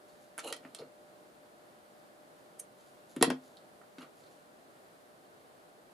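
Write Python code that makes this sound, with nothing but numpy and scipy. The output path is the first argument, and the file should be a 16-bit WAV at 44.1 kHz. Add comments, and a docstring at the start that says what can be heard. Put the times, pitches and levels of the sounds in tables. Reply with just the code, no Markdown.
"""Small spring scissors at a craft table in a quiet room, heard by two microphone ports above the mat.
Fingers brush and squeak; the scissors are dragged and lifted off the mat, snip a thread, drop back with a clack
and a bounce, and are nudged again. Impacts excite damped modes of blades, plastic handles and table top, with
filtered noise for rattle; drags excite modes by random slips, and the snip by a short burst of noise.
A fan rushes and hums far off throughout, with microphone hiss: shaped noise and wavering sine tones."""
import sys
import numpy as np
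from scipy import signal
from scipy.fft import rfft, irfft, next_fast_len
from scipy.io import wavfile
from scipy.ndimage import map_coordinates

SR = 44100
rng = np.random.default_rng(int(sys.argv[2]) if len(sys.argv) > 2 else 0)


def unload_audio(sound):
    """Save the sound as a 16-bit wav file, at the path given as the first command line argument."""
    columns = np.transpose(np.atleast_2d(sound))
    # keep every value between -1 and 1, then stretch to whole-number steps
    steps = np.round(np.clip(columns, -1, 1) * 32767)
    wavfile.write(sys.argv[1], SR, steps.astype(np.int16))


N = 261513  # length [samples]
TRAVEL_S = .0008  # from the mat up to the ports

# normal modes of the table top: (frequency [Hz], relative level [dB], undamped t60 [s])
TABLE = [(147, -2, 0.25), (259.6, -4, 0.24), (289, -7.5, 0.11), (343.4, -7.5, 0.2), (376, -12.5, 0.12),
         (470, -0.5, 0.074), (537.5, 1, 0.07), (669, -3.5, 0.06)]
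# normal modes of the plastic handles: (frequency [Hz], relative level [dB], undamped t60 [s])
HANDLE = [(746, 3, 0.019), (980, 2, 0.012), (1245, -11.5, 0.08), (1300, -13.5, 0.06), (1360, -10.5, 0.06),
          (1450, 1.5, 0.0095), (1886, -4.5, 0.023), (2070, -4, 0.0076), (2776, -5, 0.0077),
          (3270, -0.5, 0.012), (3880, -2, 0.011), (4200, -5, 0.014), (4780, -6.5, 0.0063),
          (5900, -9, 0.005)]
# normal modes of the open blades: (frequency [Hz], relative level [dB], undamped t60 [s])
BLADES = [(7083, -4, 0.0069), (7430, 5, 0.0068), (8200, 1, 0.0051), (8874, 6.5, 0.0027), (9620, 9, 0.0045),
          (10020, 12.5, 0.0045), (10600, -1.5, 0.01), (11300, 0, .005), (12200, -11.5, 0.0055)]


def amp(db):
    """Level law: the amplitude gain of a level in dB."""
    return 10 ** (np.asarray(db) / 20)


def unit(x):
    """Power normalization: a signal scaled to rms 1."""
    return x / np.sqrt(np.mean(x ** 2) + 1e-20)


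def along(points, hz):
    """Interpolation of (Hz, value) points along a logarithmic frequency axis."""
    f, v = np.transpose(points)
    return np.interp(np.log(hz + 1), np.log(f + 1), v)


def wobble(rate):
    """Slow random modulation: a smooth curve through random knots, rate of them a second."""
    knots = rng.standard_normal(int(N * rate / SR) + 4)
    return map_coordinates(knots, [np.arange(N) * rate / SR])


def filtered(x, response):
    """Linear filtering: the spectrum of x is multiplied by a response of frequency."""
    m = next_fast_len(N + 8192)
    return irfft(rfft(x, m) * response(np.fft.rfftfreq(m, 1 / SR)), m)[..., :N]


def passed(x, low_hz, high_hz, order):
    """Causal band-pass of Butterworth form."""
    band = [low_hz, min(high_hz, SR / 2.1)]
    return signal.sosfilt(signal.butter(order, band, "band", fs=SR, output="sos"), x)


def swells(s, db, rise, fall):
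    """Exponential growth and decay: gains peaking at s seconds, with slopes in dB a second."""
    late = np.arange(N) / SR - np.asarray(s)[:, None]
    level_db = np.asarray(db)[:, None] - np.maximum(-rise * late, fall * late)
    return amp(np.max(level_db, axis=0))  # the strongest swell rules


def ring(modes, rise, scatter_db, spot_hz=1000, lean_db=0):
    """Modal impulse response, peak 1: modes lose lean_db an octave away from spot_hz."""
    hz, db, t60 = np.transpose(modes)[:, :, None]
    t = np.arange(round(t60.max() * SR)) / SR
    db = db - lean_db * np.abs(np.log2(hz / spot_hz)) + scatter_db * rng.standard_normal(hz.shape)
    tones = amp(db - 60 * t / t60) * np.sin(2 * np.pi * hz * t)
    x = np.sum(tones, axis=0) * (1 - np.exp(-t / rise)) ** 2
    return x / np.abs(x).max()


def rubbed(modes, rate, damping, spot_hz=1000, lean_db=0):
    """Friction as random slips of uneven size, rate a second, that keep damped modes sounding; rms 1."""
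    slips = (rng.random(N) < rate / SR) * rng.standard_normal(N)
    held = [(hz, db, t60 * damping) for hz, db, t60 in modes]
    answer = ring(held, 0.00052, scatter_db=2.0, spot_hz=spot_hz, lean_db=lean_db)
    return unit(signal.fftconvolve(slips, answer)[:N])


def add(out, s, x, pan_db):
    """Superposition of a short sound at s seconds; pan_db is left minus right."""
    out[:, round(s * SR):][:, :len(x)] += x * amp([[pan_db / 2], [-pan_db / 2]])


def contacts():
    """Impact excitation: each knock cracks, rings the modes of blades and handles, and rattles both."""
    # knocks of the scissors: (time at the mat [s], handle knock level [dB], blade tick level [dB],
    # handle spot [Hz], spread [octaves], left minus right [dB])
    knocks = [ (0.3786, -37, -34, 1500, 0.69, -8), (0.385, -34, -36.5, 1570, 0.78, 3),
              (0.391, -37, -41, 2250, 1.75, -3), (0.4, -47, -45.5, 1270, 0.096, 14),
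              (0.441, -47, -53, 2860, 0.22, -2), (0.467, -58, -50, 2860, .4, -1),
              (.478, -56, -48, 2860, .4, -0.5), (.502, -44, -50, 4200, 0.18, -13),
              (0.525, -29.5, -31, 3470, 1.54, -3.5), (0.5639, -52, -45, 2500, 1.4, 1),
              (0.632, -59, -77, 1900, 0.64, -1.5), (0.649, -45, -75, 1900, 0.44, -1.5),
              (0.747, -39, -35.5, 4220, 1.1, -3.5), (0.787, -41, -55, 4450, 0.22, -1),
              (.795, -47.5, -61, 4700, 0.26, -1), (0.816, -52, -70, 1500, 0.52, -3),
              (3.163, -39.5, -40, 1730, 0.85, -1.5), (3.2109, -30.5, -56, 1670, 1.5, -4),
              (3.2252, -12, -11, 2950, 0.96, -4), (3.2263, -8.5, -23.5, 970, 0.88, 2),
              (3.2333, -34.5, -32.5, 2200, 1, -1.5), (3.243, -31, -48.5, 1600, 0.86, 6),
              (3.2493, -34.5, -46, 3000, 0.82, 1.5), (3.301, -28.5, -35, 1998, 1.4, -3.5),
              (3.3029, -21.5, -42, 930, 0.97, 3), (3.569, -47, -60, 4000, 0.26, -2.5),
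              (3.814, -47, -66, 1116, 0.54, -2.5), (3.9826, -46.5, -58, 1800, 1.18, -1),
              (4.009, -44.5, -67, 1100, 0.3, 3), (4.016, -43, -68, 1240, 0.11, -1),
              (4.019, -50.5, -66, 2800, 0.71, 0.5)]
    detune, scatter_db = .015, 1.5  # each handle mode is detuned at random, a little, from blow to blow
    rattle_t60_s, rattle_shortens = 0.063, 0.23  # after a -40 dB knock; dB shorter for each dB harder
    ring_most_s, ring_shortens = .1, .3  # longest handle ring, pressed to the mat, on the same rule
    rattle_db, rattle_lags = 0.6, .15  # rattle over a -40.5 dB knock; dB less for each dB harder
    crack_db, crack_grows = -0.5, 0.067  # crack over a -28 dB tick; dB more for each dB harder
    crack_late_s = .0003
    out, t = np.zeros((2, N)), np.arange(SR // 10) / SR
    for s, knock_db, tick_db, handle_hz, spread, pan_db in knocks:
        s = s + TRAVEL_S
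        harder_db = knock_db + 40

        # the dry snap of metal on the mat
        crack = passed(1. * (t == 0), 7000, 10600, order=3)
        crack_level_db = tick_db + crack_db + crack_grows * (tick_db + 28)
        add(out, s + crack_late_s, amp(crack_level_db) * crack / crack.max(), pan_db)

        noise = rng.standard_normal((2, len(t)))
        t60 = rattle_t60_s * amp(-rattle_shortens * harder_db)
        jingle = amp(-60 * t / (0.34 * t60)) * noise[0]  # the light blades settle sooner
        add(out, s, amp(tick_db) * ring(BLADES, .00025, scatter_db), pan_db)
        add(out, s, amp(tick_db - 0.5) * passed(jingle, 7400, 12600, order=3), pan_db)

        detuned = np.array(HANDLE)
        detuned[:, 0] *= 1 + detune * rng.standard_normal(len(HANDLE))
        detuned[:, 2] = np.minimum(detuned[:, 2], ring_most_s * amp(-ring_shortens * harder_db))
        handle = ring(detuned, 0.00016, scatter_db, handle_hz, lean_db=9 / spread)
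        add(out, s, amp(knock_db) * handle, pan_db)

        # a wide knock is more rattle than ring
        rattle = amp(-60 * t / t60) * noise[1] / np.sqrt(handle_hz / 2000)
        rattle = passed(rattle, handle_hz / np.exp2(spread), handle_hz * np.exp2(spread), order=2)
        rattle_level_db = knock_db + rattle_db - rattle_lags * (knock_db + 40.5)
        add(out, s, amp(rattle_level_db) * rattle, pan_db)
    return out


def thuds():
    """Compliant impact: the mat gives once and passes a soft push to the modes of the table top."""
    # weight landing on the table top: (time at the mat [s], thud level [dB], table spot [Hz])
    landings = [ (0.378, -50, 348), (0.443, -52, 343), (0.509, -45, 514), (0.518, -40.5, 500),
                (0.5253, -44.5, 614), (0.65, -45.5, 256), (0.7951, -43, 442), (0.8, -52, 150),
                (.82, -37.5, 457), (3.164, -30, 294), (3.2115, -18, 313), (3.2244, -20.5, 476),
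                (3.265, -27, 320), (3.276, -24.5, 262), (3.301, -28.5, 317), (3.3119, -26, 294),
                (3.815, -55, 400), (3.981, -43.5, 272), (3.992, -49, 258), (4.012, -56, 264),
                (4.025, -47.5, 282)]
    ring_db, ring_grows = -7.5, 0.16  # ring over a -24.5 dB thud; dB more for each dB harder
    out, t = np.zeros((2, N)), np.arange(SR // 10) / SR
    give = (t / .004 * np.exp(1 - t / .004)) ** 3
    for s, db, table_hz in landings:
        push = give * np.sin(2 * np.pi * table_hz * t)
        add(out, s + TRAVEL_S, amp(db) * push, pan_db=2.0)
        table = ring(TABLE, 0.0051, 3.8, table_hz, lean_db=10.5)
        add(out, s + TRAVEL_S, amp(db + ring_db + ring_grows * (db + 24.5)) * table, pan_db=1.5)
    return out


def snip():
    """Noise excitation: a short burst swells, then dies away, exciting the closed, damped blades."""
    # blades shearing the thread: (time [s], blade peak level [dB], build-up [s], left minus right [dB])
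    shears = [(2.598, -30, 0.0031, -1.5)]
    # normal modes of the closed blades: (frequency [Hz], relative level [dB], t60 [s])
    shut_blades = [(6400, -10.5, 0.005), (6600, -7, 0.003), (8730, -1, .004), (8700, -1, .003),
                   (10180, -15, 0.003), (11080, 3.5, 0.0042), (11710, -5, 0.0051), (12650, -3, .004),
                   (14300, -4, .004)]
    out, t = np.zeros((2, N)), np.arange(-SR // 50, SR // 25) / SR
    for s, db, build, pan_db in shears:
        swell = np.exp(np.minimum(t / build, -t / 0.0029))
        slow_end = 0.17 * (t > 0) * np.exp(-t / 0.0087)
        burst = rng.standard_normal((2, len(t))) * (swell + slow_end)
        stirred = signal.fftconvolve(burst[0], ring(shut_blades, .0001, 0))
        treble = passed(burst[1], 9900, 13000, order=2)
        jolt = passed(burst[0], 900, 4800, order=1)  # taken by the handles
        add(out, s + t[0], amp(db) * stirred / np.abs(stirred).max(), pan_db)
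        add(out, s + t[0], amp(db - 13.5) * treble, pan_db)
        add(out, s + t[0], amp(db - 16.5) * jolt, pan_db)
    return out


def slides():
    """Sliding friction: many small slips shake table, handles and blades as the scissors are dragged."""
    # jerks along the mat: (time of the peak [s], weight on the table [dB], loose scratch [dB], pressed rasp [dB])
    jerks = [(0.445, -42, -64, -48.5), (0.454, -41.5, -65, -51), (0.476, -45, -54, -43.5),
             (0.487, -44, -57.5, -51), (0.502, -45, -62, -53.5), (0.649, -53, -64.5, -73),
             (0.795, -48, -58, -60.5), (3.996, -62, -61, -70), (4.014, -59, -55, -59)]
    # modes of the handle pressed on the mat: (frequency [Hz], relative level [dB], undamped t60 [s])
    pressed_handle = [(2860, 7, 0.023), (4140, 2, 0.013), (2610, -7, 0.022)]
    rise, rasp_fall, drag_fall = 1080, 530, 270  # dB a second; rasp stops sooner than rumble and scratch
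    hiss_db = -3  # the blades, under the rasp
    s, weight_db, scratch_db, rasp_db = np.transpose(jerks)
    rumble = swells(s, weight_db, rise, drag_fall)
    scratch = swells(s, scratch_db, rise, drag_fall)
    rasp = swells(s, rasp_db, rise, rasp_fall)
    near = rasp * rubbed(pressed_handle, 2500, damping=0.78)
    near += scratch * rubbed(HANDLE[1:], 900, damping=0.19, spot_hz=4000, lean_db=0.5)
    near += amp(hiss_db) * rasp * rubbed(BLADES, 3000, damping=0.19)
    # short, broad table and handle modes give a dull rumble
    drag = rubbed(TABLE[3:] + HANDLE[:2], 2500, damping=.15, spot_hz=750, lean_db=4)
    return near * amp([[-1.5], [1.5]]) + rumble * passed(drag, 315, 3800, order=3)


def fingers():
    """Fine friction: crackle as fingertips brush thread and paper, and short squeaks of unsteady phase."""
    # brushes: (time of the peak [s], level [dB])
    brushes = [(.098, -70.5), (.216, -71), (2.8, -71), (2.868, -72.5), (3.108, -65.5), (3.448, -67.5),
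               (4.186, -69), (4.318, -72)]
    # faint thin squeaks: (time [s], length [s], starting pitch [Hz], level [dB])
    squeaks = [(0.087, 0.02, 4366, -68), (4.233, 0.013, 4028, -62.5), (4.244, 0.049, 4014, -65)]
    touch = swells(*np.transpose(brushes), rise=330, fall=140)  # dB a second
    crackle = rubbed(HANDLE[-4:] + BLADES, 1700, damping=0.12, spot_hz=9040, lean_db=4)
    out = touch * crackle * np.ones((2, 1))
    for s, length, hz, db in squeaks:
        t = np.arange(round(length * SR)) / SR
        drift = np.cumsum(0.3 * rng.standard_normal(len(t)))
        phase = 2 * np.pi * hz * (t + 0.73 * t * t) + drift  # the pitch climbs
        add(out, s, amp(db) * np.hanning(len(t)) * np.sin(phase), pan_db=-4.5)
    return out


def room(x):
    """Reverberation: each band of a noise tail decays at its own rate; the close ports hear bass alike."""
    # reverberation time of the room: (frequency [Hz], t60 [s])
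    decay_times = [(500, 0.18), (1500, 0.17), (4000, 0.17), (10000, 0.11)]
    hz, t, z = signal.stft(rng.standard_normal((2, SR // 2)), SR, nperseg=128)
    z = z * amp(-60 * t / along(decay_times, hz)[:, None])
    apart = np.clip(hz / 1200, 0, .8)[:, None]
    tail = signal.istft(np.array([z[0] + apart * z[1], z[0] - apart * z[1]]), SR, nperseg=128)[1]
    delayed = np.pad(x, ((0, 0), (80, 0)))  # samples
    return signal.fftconvolve(delayed, tail / np.linalg.norm(tail[0]), axes=1)[:, :N]


def fan():
    """Partly coherent noise, the fan's steady rush together with microphone hiss, and wavering motor tones."""
    # spectrum of rush and hiss: (frequency [Hz], relative level per Hz [dB])
    rush_spectrum = [(15, -53.5), (30, -26.5), (80, -23), (150, -11.5), (300, -8.5), (600, -7), (790, -7.5),
                     (860, -13), (1500, -14.5), (2100, -21.5), (2500, -24.5), (4500, -26), (5700, -31),
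                     (10000, -29), (15400, -38)]
    # coherence of rush and hiss: (frequency [Hz], left-right correlation [-1 to 1])
    likeness = [(60, 0.26), (130, 0.69), (290, 0.57), (640, 0.23), (1410, -0.53), (3100, 0.14),
                (6820, 0.26), (15000, 0.4)]
    # motor tones: (frequency [Hz], relative level [dB])
    motor_tones = [(599.5, 0), (337.5, -10)]
    rush_db, hum_db = -58.5, -61.5
    hum_fades, hum_from_s = 1.5, 0.9  # dB a second lost from this time on

    def mid_and_side(hz):
        turn = np.arccos(np.clip(along(likeness, hz), -1, 1)) / 2
        return amp(along(rush_spectrum, hz)) * [np.cos(turn), np.sin(turn)]

    t = np.arange(N) / SR
    mid, side = filtered(rng.standard_normal((2, N)), mid_and_side)
    rush = amp(rush_db + .4 * wobble(7)) * unit(np.array([mid + side, mid - side]))
    hum = np.zeros(N)
    for hz, db in motor_tones:
        hum += amp(db + .8 * wobble(6)) * np.sin(2 * np.pi * hz * t + .4 * wobble(8))
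    hum_level_db = hum_db - hum_fades * np.maximum(t - hum_from_s, 0)
    return rush + amp(hum_level_db) * hum * amp([[.6], [-.6]])


def scene():
    """Direct plus reverberant sound, thinned by the small ports, over the fan."""
    near = contacts() + thuds() + snip() + slides() + fingers()
    walls = amp(-4.5) * room(passed(near, 563, 9000, order=1))  # the tail is made from sound above about 560 Hz
    return passed(near + walls, 108, 11800, order=4) + fan()


def record(dry):
    """Band limiting: nothing at or above 15500 Hz is kept."""
    return filtered(dry, lambda hz: hz < 15500)


dry = scene()
out = record(dry)
unload_audio(out)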